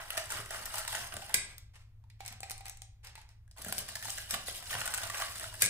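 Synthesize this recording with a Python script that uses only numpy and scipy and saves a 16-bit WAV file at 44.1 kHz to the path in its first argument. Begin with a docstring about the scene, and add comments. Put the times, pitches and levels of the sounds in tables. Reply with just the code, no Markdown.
"""In a small, hard kitchen with a low appliance hum, fingers stir little mints in a hinged tin.
The mints grind and click against each other and the metal, then the lid clacks open onto the counter.
A handful is tipped from the palm into a plastic pill bottle, and the air inside pops at each drop.
The fingers go back to the tin, and after a brief gritty hiss the lid clacks again."""
import sys
import numpy as np
from scipy import signal
from scipy.fft import rfft, irfft, next_fast_len
from scipy.io import wavfile
from scipy.ndimage import uniform_filter1d, map_coordinates

SR = 44100
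rng = np.random.default_rng(int(sys.argv[2]) if len(sys.argv) > 2 else 0)


def put_to_file(sound):
    """Save the sound as 16-bit audio at rate SR, in the file named by the first command-line argument."""
    columns = np.atleast_2d(sound).T  # one column per channel
    safe = np.clip(columns, -1, 1)
    whole_steps = np.round(safe * 32767)
    wavfile.write(sys.argv[1], SR, whole_steps.astype(np.int16))


N = 250929
TOP_HZ = 15900  # upper limit of the treble

# Levels are relative: each sound adds its own gain. t60 is the time to fade by 60 dB.
# the appliance's tones: f/Hz, level/dB
HUM_TONES = [(54.5, -62), (107.3, -60)]
# the room's steady rumble: f/Hz, level/dB
RUMBLE_SPECTRUM = [(8, -9), (18, 8.5), (35, -2.5), (90, -0.5), (112, -3.5), (135, -13.5), (175, -23),
                   (320, -38), (800, -38.5), (2500, -43.5), (8000, -52.5), (15000, -49)]
# swells of crunching as the mints are stirred; the last row is a brief gritty hiss just before
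# the second lid clack: t/s, length/s, crunch/dB, floor scrape/dB, counter rumble/dB
CRUNCH_SWELLS = [(-0.02, 0.036, -49, -43, -88), (.105, 0.095, -44.5, -46.5, -69),
                 (.29, 0.092, -40.5, -40, -54), (.495, 0.14, -46, -46, -62), (.64, 0.082, -45.5, -50, -70),
                 (.728, .085, -38.5, -42, -84), (.872, 0.18, -41, -47, -65.5),
                 (1.11, 0.043, -51, -48, -52.5), (1.278, 0.088, -52, -48, -64),
                 (3.56, 0.073, -51.5, -54.5, -60), (3.655, 0.04, -43.5, -50.5, -58),
                 (3.725, 0.086, -45.5, -56, -58), (3.872, 0.017, -41, -49.5, -69),
                 (4.018, 0.19, -42.5, -62, -69.5), (4.287, 0.053, -36.5, -47, -51.5),
                 (4.458, 0.038, -36, -54, -67), (4.53, 0.041, -41.5, -57, -63),
                 (4.645, 0.038, -44, -57, -60.5), (4.692, 0.0496, -38.5, -42.5, -54.5),
                 (4.755, 0.058, -39.5, -43, -55), (4.83, 0.24, -42, -44.5, -62),
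                 (5.125, 0.11, -38.5, -42, -82), (5.25, .13, -45.5, -53.5, -67.5),
                 (5.39, 0.09, -47.5, -52, -64), (5.599, 0.015, -28.5, -40.5, -66)]
# resting fingers keep the pile moving a little: t/s, length/s, crunch/dB, scrape/dB, rumble/dB
FINGER_RESTS = [(-0.02, 1.34, -50.5, -56, -74), (3.631, 1.975, -50, -61, -67.5)]
# mints grinding together: f/Hz, level/dB
CRUNCH_SPECTRUM = [(300, -41.5), (1500, -13.5), (2800, -2.5), (3600, -6), (4900, -4.5), (7700, -7),
                   (8400, -2), (10500, -2.5), (12000, -4), (15500, -6)]
# resonances of the tin's floor, damped by the mints on it: f/Hz, width/Hz, level/dB
FLOOR_MODES = [(645, 58, 3), (855, 70, -2.5), (1074, 120, -5.5), (1467, 180, 1), (1920, 200, 1.5),
               (2180, 290, -2.5), (3007, 700, -5)]
# ringing tones of the tin's sheet metal: f/Hz, level/dB, t60/s
METAL_MODES = [(1625, -2, 0.18), (2030, -6, 0.27), (2247, -0.5, 0.15), (2440, -4.5, 0.3), (3777, -2, .2),
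               (4340, -6.5, 0.13), (4700, -6.5, .17), (5420, -2.5, 0.19), (6550, -3.5, 0.11),
               (7680, 1.5, .2), (8080, -3.5, 0.36), (8516, -3.5, 0.39), (8800, -2.5, 0.094),
               (9082, -9.5, .24), (9930, -1, 0.27), (9850, 9.5, 0.095), (12900, 0.5, 0.1)]
# the low sound that the counter carries: f/Hz, level/dB
COUNTER_SPECTRUM = [(40, -8.5), (90, 14), (170, -2.5), (300, -4.5), (450, -4.5), (600, -1.5), (1200, -35)]
# the clearest clicks in the tin: t/s, level/dB, floor relative to level/dB, struck spot's f/Hz
TIN_CLICKS = [(0.1043, -28, -7, 1920), (0.1714, -31.5, -6, 1720), (0.1765, -23.5, -5, 1830),
              (0.3038, -29.5, -10, 1600), (0.3213, -29, -8.5, 1420), (0.507, -34, -6, 630),
              (0.545, -37.5, -2, 630), (0.6562, -27.5, -25, 1830), (0.7555, -30.5, -10, 820),
              (0.7825, -27, -16, 880), (0.8495, -39, -3, 1430), (0.8778, -27.5, -9, 887),
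              (0.9483, -35, 2.5, 1660), (0.9519, -28, -10.5, 970), (1.123, -44, 3.5, 1580),
              (1.1399, -34, -9, 694), (1.167, -33, -7.5, 676), (1.5812, -38.5, -35.5, 2255),
              (3.478, -64.5, -2, 1700), (3.5123, -50.5, -18, 1900), (3.619, -34.5, -25, 1580),
              (3.6469, -34, -10.5, 1710), (3.684, -35, -9.5, 1410), (3.7247, -23, -12.5, 687),
              (3.7817, -23, -24, 620), (3.7877, -26.5, -27, 563), (3.888, -36, -8, 890),
              (3.9543, -28, -11, 1730), (4.0262, -35, -7, 1820), (4.0538, -33.5, -9, 900),
              (4.1036, -29, -28, 1730), (4.1775, -34, -11, 1580), (4.3085, -23, -23, 1810),
              (4.339, -28.5, -8, 1870), (4.729, -36.5, 2, 1800), (4.814, -33, -0.5, 1450),
              (4.8569, -28.5, -12, 650), (4.8764, -29, -6, 1500), (4.9388, -25.5, -9.5, 1480),
              (4.9454, -25, -19, 1840), (4.9771, -28, -13, 2120), (5.0339, -31.5, -8, 1460),
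              (5.0991, -31.5, -3, 1160), (5.145, -41.5, 6.5, 1530), (5.201, -35, -2, 1370),
              (5.213, -36.5, -3, 1500), (5.3968, -31.5, -16, 1710), (5.431, -44.5, 1, 650),
              (5.5405, -38.5, -5.5, 1710), (5.5532, -39, -20, 1740)]
# one mint's click: f/Hz, level/dB
MINT_SPECTRUM = [(400, -35), (1500, -6.5), (3200, -3.5), (4800, 0), (6500, -1.5), (8000, 2.5), (10000, 2),
                 (12000, -2.5), (15500, -1)]
# the lid coming down: t/s, level/dB, thud/dB, rocking relative to the first hit/dB
LID_CLACKS = [(1.342, -14, -46.5, -23), (5.6207, -13.5, -43, -8.5)]
# the lid's sharp crack: f/Hz, level/dB
CRACK_SPECTRUM = [(200, -38.5), (700, -11), (1300, -9), (2250, 6), (2900, -6), (4400, -1.5), (5900, 1),
                  (8500, 1.5), (9900, 2.5), (10800, -0.5), (15500, -4)]
# mints and bottle rubbing on skin: t/s, length/s, level/dB
HAND_SCUFFS = [(1.38, .15, -58.5), (1.733, 0.028, -58), (1.785, 0.03, -67.5), (2.19, 0.053, -61),
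               (2.24, 0.1, -57), (2.44, 0.14, -63), (2.635, 0.048, -56.5), (3.028, 0.057, -56),
               (3.165, 0.039, -60.5), (3.28, 0.022, -66)]
# rubbed skin: f/Hz, level/dB
SKIN_SPECTRUM = [(200, -23), (500, -9), (850, -1), (1300, -4), (2200, 0.5), (3300, -3.5), (8000, -8),
                 (11000, -11), (15500, -21)]
# mints landing in the bottle: t/s, level/dB, air relative to level/dB, wall relative to level/dB
BOTTLE_DROPS = [(2.0394, -70, 5.5, -3), (2.1001, -57.5, -19, 2.5), (2.2054, -44, 1, -0.5),
                (2.2504, -45, -11, -2), (2.2613, -32.5, -26, -12), (2.2787, -32, -21, -12),
                (2.2834, -37.5, -25, -15), (2.3246, -38, -20, -12), (2.4049, -35.5, -15, -28),
                (2.4314, -33, -7.5, -5), (2.4977, -32, -39, -10.5), (2.5084, -29.5, -19, -20),
                (2.5152, -27.5, -20, -22), (2.579, -39.5, -35, -15), (2.607, -46.5, -1.5, -1.5),
                (2.6559, -38, -18, -5.5), (2.6648, -38.5, -10.5, -9), (2.6818, -36, -20, -12),
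                (2.6958, -30.5, -26, -24), (2.7716, -44, -23, -15), (2.819, -35.5, -21, -17),
                (3.047, -42, -19, -13), (3.0704, -40, -17.5, -9), (3.1542, -45, -9, -0.5),
                (3.1774, -60.5, 10.5, 7.5), (3.2146, -50, -18, -6.5), (3.2904, -52.5, -14, -12)]
# pitch of the air in the bottle, lower as the hand covers its mouth: t/s, f/Hz
AIR_PITCH = [(2.04, 910), (2.21, 785), (2.3, 730), (2.42, 777), (2.68, 784), (3.05, 760), (3.18, 890)]
# resonances of the bottle's plastic wall: f/Hz, width/Hz, level/dB
PLASTIC_MODES = [(1160, 130, -19), (2020, 244, -2), (2470, 280, -3), (4160, 1400, -8)]
# the palm meeting the bottle: t/s, level/dB
PALM_BUMPS = [(2.309, -52.5), (2.327, -56.5)]
# resonances of the cupped palm: f/Hz, width/Hz, level/dB
PALM_MODES = [(129, 67, 2), (238, 70, -5.5)]
# bottle and tin knocking on the counter: t/s, level/dB
COUNTER_KNOCKS = [(3.663, -37), (3.683, -43), (3.724, -47), (4.331, -40.5)]
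# resonances of the countertop: f/Hz, width/Hz, level/dB
COUNTER_MODES = [(174, 28, 1.5), (215, 54, -0.5), (429, 28, -6), (634, 100, -7.5)]
# how long the kitchen echoes: f/Hz, t60/s
ROOM_DECAY = [(150, 0.85), (600, 0.48), (2200, 0.46), (5000, 0.38), (9000, 0.24), (15000, 0.16)]
# how alike left and right are: f/Hz, likeness (1 = the same, 0 = unrelated)
STEREO_LIKENESS = [(130, 0.98), (300, 0.94), (700, 0.57), (1400, 0.85), (3000, 0.38), (6000, 0.26),
                   (9000, 0)]
# how much louder the left side is than the right: f/Hz, level/dB
STEREO_BALANCE = [(300, 0.5), (650, -3), (1150, 0), (1600, -3), (2600, -0.5), (7700, 0), (8100, 13),
                  (9100, -0.5), (10000, -1)]


def amp(db):
    """Turn decibels into a gain to multiply by."""
    return 10 ** (np.asarray(db) / 20)


def unit(x):
    """Scale each channel to an average (rms) strength of 1."""
    return x / np.sqrt(np.mean(x ** 2, axis=-1, keepdims=True) + 1e-20)


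def along(points, hz):
    """Read between (f/Hz, value) points on a logarithmic frequency scale."""
    f, values = np.transpose(points)
    return np.interp(np.log(hz + 1), np.log(f + 1), values)


def wobble(rate):
    """A smooth random curve through rate points a second."""
    points = rng.standard_normal(int(N * rate / SR) + 4)
    return map_coordinates(points, [np.arange(N) * rate / SR])


def add(track, s, sound):
    """Mix a sound into the track at s seconds."""
    slot = track[:, max(round(s * SR), 0):][:, :sound.shape[1]]
    slot += sound[:, :slot.shape[1]]


def filtered(x, response):
    """Filter x; response gives the gain and phase at each frequency."""
    n = x.shape[-1]
    padded = 2 * next_fast_len(n * 2 // 3)
    return irfft(rfft(x, padded) * response(np.fft.rfftfreq(padded, 1 / SR)), padded)[..., :n]


def colour(spectrum):
    """A filter with this spectrum that rings only after a hit, never before."""
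    def response(hz):
        cepstrum = irfft(np.log(amp(along(spectrum, hz))))
        half = len(cepstrum) // 2
        return np.exp(rfft(np.r_[cepstrum[0], 2 * cepstrum[1:half], np.zeros(half)]))
    return response


def body(modes):
    """A filter that rings like an object at its modes (resonances); wider ones die sooner."""
    return lambda hz: sum((-1) ** k * amp(db) * 1j * hz * width / (pitch**2 - hz**2 + 1j * hz * width)
                          for k, (pitch, width, db) in enumerate(modes))


def spread(pair):
    """Mix two unrelated signals into left and right: alike in the bass, apart in the treble."""
    def weights(hz):
        angle = np.arccos(np.clip(along(STEREO_LIKENESS, hz), -1, 1)) / 2
        return np.array([np.cos(angle), np.sin(angle)])
    mid, side = filtered(pair, weights)
    return np.array([mid + side, mid - side])


def burst(response, t60, chatter_s=0):
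    """One hit and three lighter touches within chatter_s: fading noise sent through a filter."""
    t = np.arange(4096) / SR
    noise = rng.standard_normal((2, len(t)))
    starts = np.r_[0, chatter_s * rng.random(3)]
    sizes = np.r_[1, amp(rng.normal(-7, 3, 3))]
    age = t - starts[:, None]
    touches = sizes[:, None] * (age >= 0) * amp(-60 * np.abs(age) / t60)
    hit = filtered(noise * np.linalg.norm(touches, axis=0), response)
    return unit(hit) * np.sqrt(.002 * SR / len(t))  # as much energy as 2 ms at strength 1


def background():
    """The room rumbles softly under an appliance's wavering hum."""
    t = np.arange(N) / SR
    hum = sum(amp(db + 3.8 * wobble(1.8)) * np.sin(2 * np.pi * hz * t + 0.3 * wobble(5))
              for hz, db in HUM_TONES)
    rumble = filtered(rng.standard_normal((2, N)), colour(RUMBLE_SPECTRUM))
    return hum + amp(-57) * unit(spread(rumble))


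def swells(rows, lag_s=0, attack_s=0.019, release_db_per_s=383):
    """Each row builds up, holds and dies away; gives one gain curve for each dB column."""
    rows = np.array(rows)
    age = np.arange(N) / SR - (rows[:, :1] + lag_s)
    lengths, gains = rows[:, 1:2], amp(rows[:, 2:])
    shapes = np.clip(age / attack_s, 0, 1) * amp(-release_db_per_s * np.maximum(age - lengths, 0))
    return np.sqrt(gains.T ** 2 @ shapes ** 2)  # overlapping swells add in power


def pings(rate, pitch_hz, octaves, cycles, scatter_db):
    """Random taps, rate a second: each is a fading tone at the pitch of the spot it strikes."""
    count = int(rate * N / SR)
    when, *phases = np.hsplit(rng.random((count, 3)), 3)
    detune, size = np.hsplit(np.clip(rng.standard_normal((count, 2)), -2, 2), 2)
    hz = np.minimum(pitch_hz * 2 ** (octaves * detune), TOP_HZ)
    samples = np.arange(1024)
    turns = hz * samples / SR
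    fade = amp(scatter_db * size - 60 * turns / cycles)
    positions = ((when * N).astype(int) + samples).ravel()
    tones = [fade * np.sin(2 * np.pi * (turns + phase)) for phase in phases]
    return unit(np.array([np.bincount(positions, tone.ravel(), N)[:N] for tone in tones]))


def grains(rate, scatter_db, t60):
    """Tiny noisy contacts of uneven size, rate a second; each grips before it slips."""
    hits = rng.random(N) < rate / SR
    size = np.clip(rng.standard_normal(N), -2, 2)
    power = signal.lfilter([1], [1, -amp(-120 / (t60 * SR))], hits * amp(2 * scatter_db * size))
    power = np.abs(uniform_filter1d(power, size=60))  # soften each start
    return unit(np.sqrt(power) * rng.standard_normal((2, N)))


def tin_ring():
    """The metal rings a little differently each time; loose mints buzz on it and blur its tones."""
    t = np.arange(SR // 3) / SR
    ring = np.zeros((2, len(t)))
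    for hz, db, t60 in METAL_MODES:
        fade = amp(db + 2 * rng.standard_normal((2, 1)) - 60 * t / t60)
        drift = rng.random((2, 1)) + .0075 * np.cumsum(rng.standard_normal(ring.shape), axis=1)
        ring += fade * np.sin(2 * np.pi * (hz * t + drift))
    return unit(ring) / np.sqrt(len(t))


def stirring():
    """Mints grind on each other and the tin's floor; its walls ring and the counter carries the bass."""
    rows = [*CRUNCH_SWELLS, *FINGER_RESTS]
    crunch_gain, scrape_gain, _ = swells(rows)
    rumble_gain = swells(rows, lag_s=0.0191)[-1]  # the tin shifts just after the fingers dig in
    taps = pings(rate=260, pitch_hz=1500, octaves=.55, cycles=42, scatter_db=2.5)
    ticks = pings(rate=600, pitch_hz=6200, octaves=.55, cycles=80, scatter_db=2)
    floor = unit(filtered(grains(rate=420, scatter_db=1, t60=0.016), body(FLOOR_MODES)))
    grit = grains(rate=600, scatter_db=2.5, t60=.009)
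    grinding = unit(filtered(grit + .8 * ticks, colour(CRUNCH_SPECTRUM)))
    wall_hits = grains(rate=500, scatter_db=2, t60=.004)
    walls = unit(signal.fftconvolve(wall_hits, tin_ring(), axes=1)[:, :N])
    rumble = unit(filtered(grains(rate=190, scatter_db=3, t60=0.072), colour(COUNTER_SPECTRUM)))
    scrape = scrape_gain * amp(-5.5) * (floor + amp(-0.5) * taps)
    crunch = crunch_gain * (amp(-3.5) * grinding + amp(-11.5) * walls)
    slips = amp(1.2 * wobble(55))  # the pile jams and gives way
    return slips * (scrape + crunch + rumble_gain * amp(3) * rumble)


def mint_click(t60, chatter_s, ring_hz):
    """A hard mint gives a crack and three very short resonances that vary from mint to mint."""
    modes = [(ring_hz * np.exp(.35 * detune), 1100, 1) for detune in rng.standard_normal(size=3)]
    return burst(lambda hz: colour(MINT_SPECTRUM)(hz) * (1 + body(modes)(hz)), t60, chatter_s)


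def stray_clicks(per_second=34):
    """Lesser clicks at random times, following the strength of the crunch: rows like TIN_CLICKS."""
    when, softness, touch, spot = rng.random((int(per_second * N / SR), 4)).T
    crunch = swells([*CRUNCH_SWELLS, *FINGER_RESTS])[0][(when * N).astype(int)]
    db = 20 * np.log10(crunch + 1e-9) + 9 - 10 * softness
    return zip(when * N / SR, db, -20 * touch, 650 * 3 ** spot)


def tin_clicks():
    """Single mints snap past each other and tap the tin's floor, each spot at its own pitch."""
    out = np.zeros((2, N))
    for s, db, floor_db, spot_hz in [*TIN_CLICKS, *stray_clicks()]:
        ring_hz = 6000 * amp(-.18 * floor_db)  # a lighter touch clicks higher
        spot = body([(spot_hz, 58, 12.5)])  # stands out from the floor's other resonances
        floor = lambda hz: body(FLOOR_MODES)(hz) + 1j * spot(hz)
        add(out, s, amp(db - 1.5) * mint_click(t60=.009, chatter_s=.005, ring_hz=ring_hz))
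        add(out, s, amp(db + floor_db + 3.5) * burst(floor, t60=.006, chatter_s=.004))
    return out


def lid_clacks():
    """The lid strikes the counter with a crack, a brief metal ring and a dull thud."""
    out = np.zeros((2, N))
    for s, db, thud_db, rocking_db in LID_CLACKS:
        edges = [(0, 0), (.003, -4)]  # two edges land in turn: delay/s, level/dB
        rocking = [(0.01 * k, rocking_db) for k in range(1, 5)]  # then the tin rocks four times
        for delay, touch_db in edges + rocking:
            crack = amp(db - 2) * burst(colour(CRACK_SPECTRUM), t60=0.012, chatter_s=0.00085)
            ring = amp(db + 12.5) * tin_ring()
            thud = amp(thud_db + 8.5) * burst(colour(COUNTER_SPECTRUM), t60=0.13)
            for part in (crack, ring, thud):
                add(out, s + delay, amp(touch_db) * part)
    return out


def hand_scuffs():
    """Mints and bottle rub softly against the skin."""
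    friction = grains(rate=970, scatter_db=1.5, t60=0.035)
    return swells(HAND_SCUFFS)[0] * unit(filtered(friction, colour(SKIN_SPECTRUM)))


def bottle_drops():
    """Each falling mint clicks, knocks the plastic wall and makes the air in the bottle pop."""
    out = np.zeros((2, N))
    for s, db, air_db, wall_db in BOTTLE_DROPS:
        air_hz = np.interp(s, *np.transpose(AIR_PITCH))
        add(out, s, amp(db - 4) * mint_click(t60=0.0089, chatter_s=0.0017, ring_hz=8000))
        add(out, s, amp(db + wall_db + 1) * burst(body(PLASTIC_MODES), t60=0.049))
        add(out, s, amp(db + air_db + 3.5) * burst(body([(air_hz, 46, 0)]), t60=0.0032))
    return out


def palm_bumps():
    """The cupped palm meets the bottle with a dull thump."""
    out = np.zeros((2, N))
    for s, db in PALM_BUMPS:
        add(out, s, amp(db + 1) * burst(body(PALM_MODES), t60=0.031))
    return out


def counter_knocks():
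    """Bottle or tin bumps the countertop, which answers with a low, hollow knock."""
    out = np.zeros((2, N))
    for s, db in COUNTER_KNOCKS:
        add(out, s, amp(db - 0.5) * burst(body(COUNTER_MODES), t60=0.0091))
    return out


def kitchen_echo(x):
    """The hard room throws the sound back; the treble dies away sooner than the bass."""
    hz, t, noise = signal.stft(rng.standard_normal((2, SR // 2)), SR, nperseg=256)
    fade = amp(-60 * t / along(ROOM_DECAY, hz)[:, None])
    tail = signal.istft(noise * fade, SR, nperseg=256)[1]
    tail = np.pad(tail / np.linalg.norm(tail[0]), ((0, 0), (round(.004 * SR), 0)))  # starts 4 ms late
    echo = signal.fftconvolve(x, tail, axes=1)[:, :N]
    return filtered(echo, colour([(300, -4), (2000, -1.5), (9000, -1.5), (12000, -7.5), (15500, -8.5)]))


def scene():
    """Tin, bottle and hands, with the kitchen's echo and hum."""
    near = stirring() + tin_clicks() + lid_clacks()
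    near = near + bottle_drops() + counter_knocks() + palm_bumps() + hand_scuffs()
    return spread(near + amp(-4) * kitchen_echo(near)) + background()


def record(dry):
    """A phone's two microphones differ in tone and share the top treble, delayed and flipped."""
    delay = lambda hz, s: np.exp(-2j * np.pi * hz * s)
    shared = lambda hz: np.clip((hz - 9600) / 1200, 0, 1)
    left, right = filtered(dry, lambda hz: amp(np.outer([.5, -.5], along(STEREO_BALANCE, hz))))
    left = filtered(left, lambda hz: delay(hz, 0.00011))  # sound reaches the right side first
    right = filtered(right, lambda hz: np.sqrt(1 - shared(hz)))
    right += filtered(left, lambda hz: -np.sqrt(shared(hz)) * delay(hz, .000443))
    return filtered(np.array([left, right]), lambda hz: np.clip((TOP_HZ - hz) / 200, 0, 1))


dry = scene()
out = record(dry)
put_to_file(out)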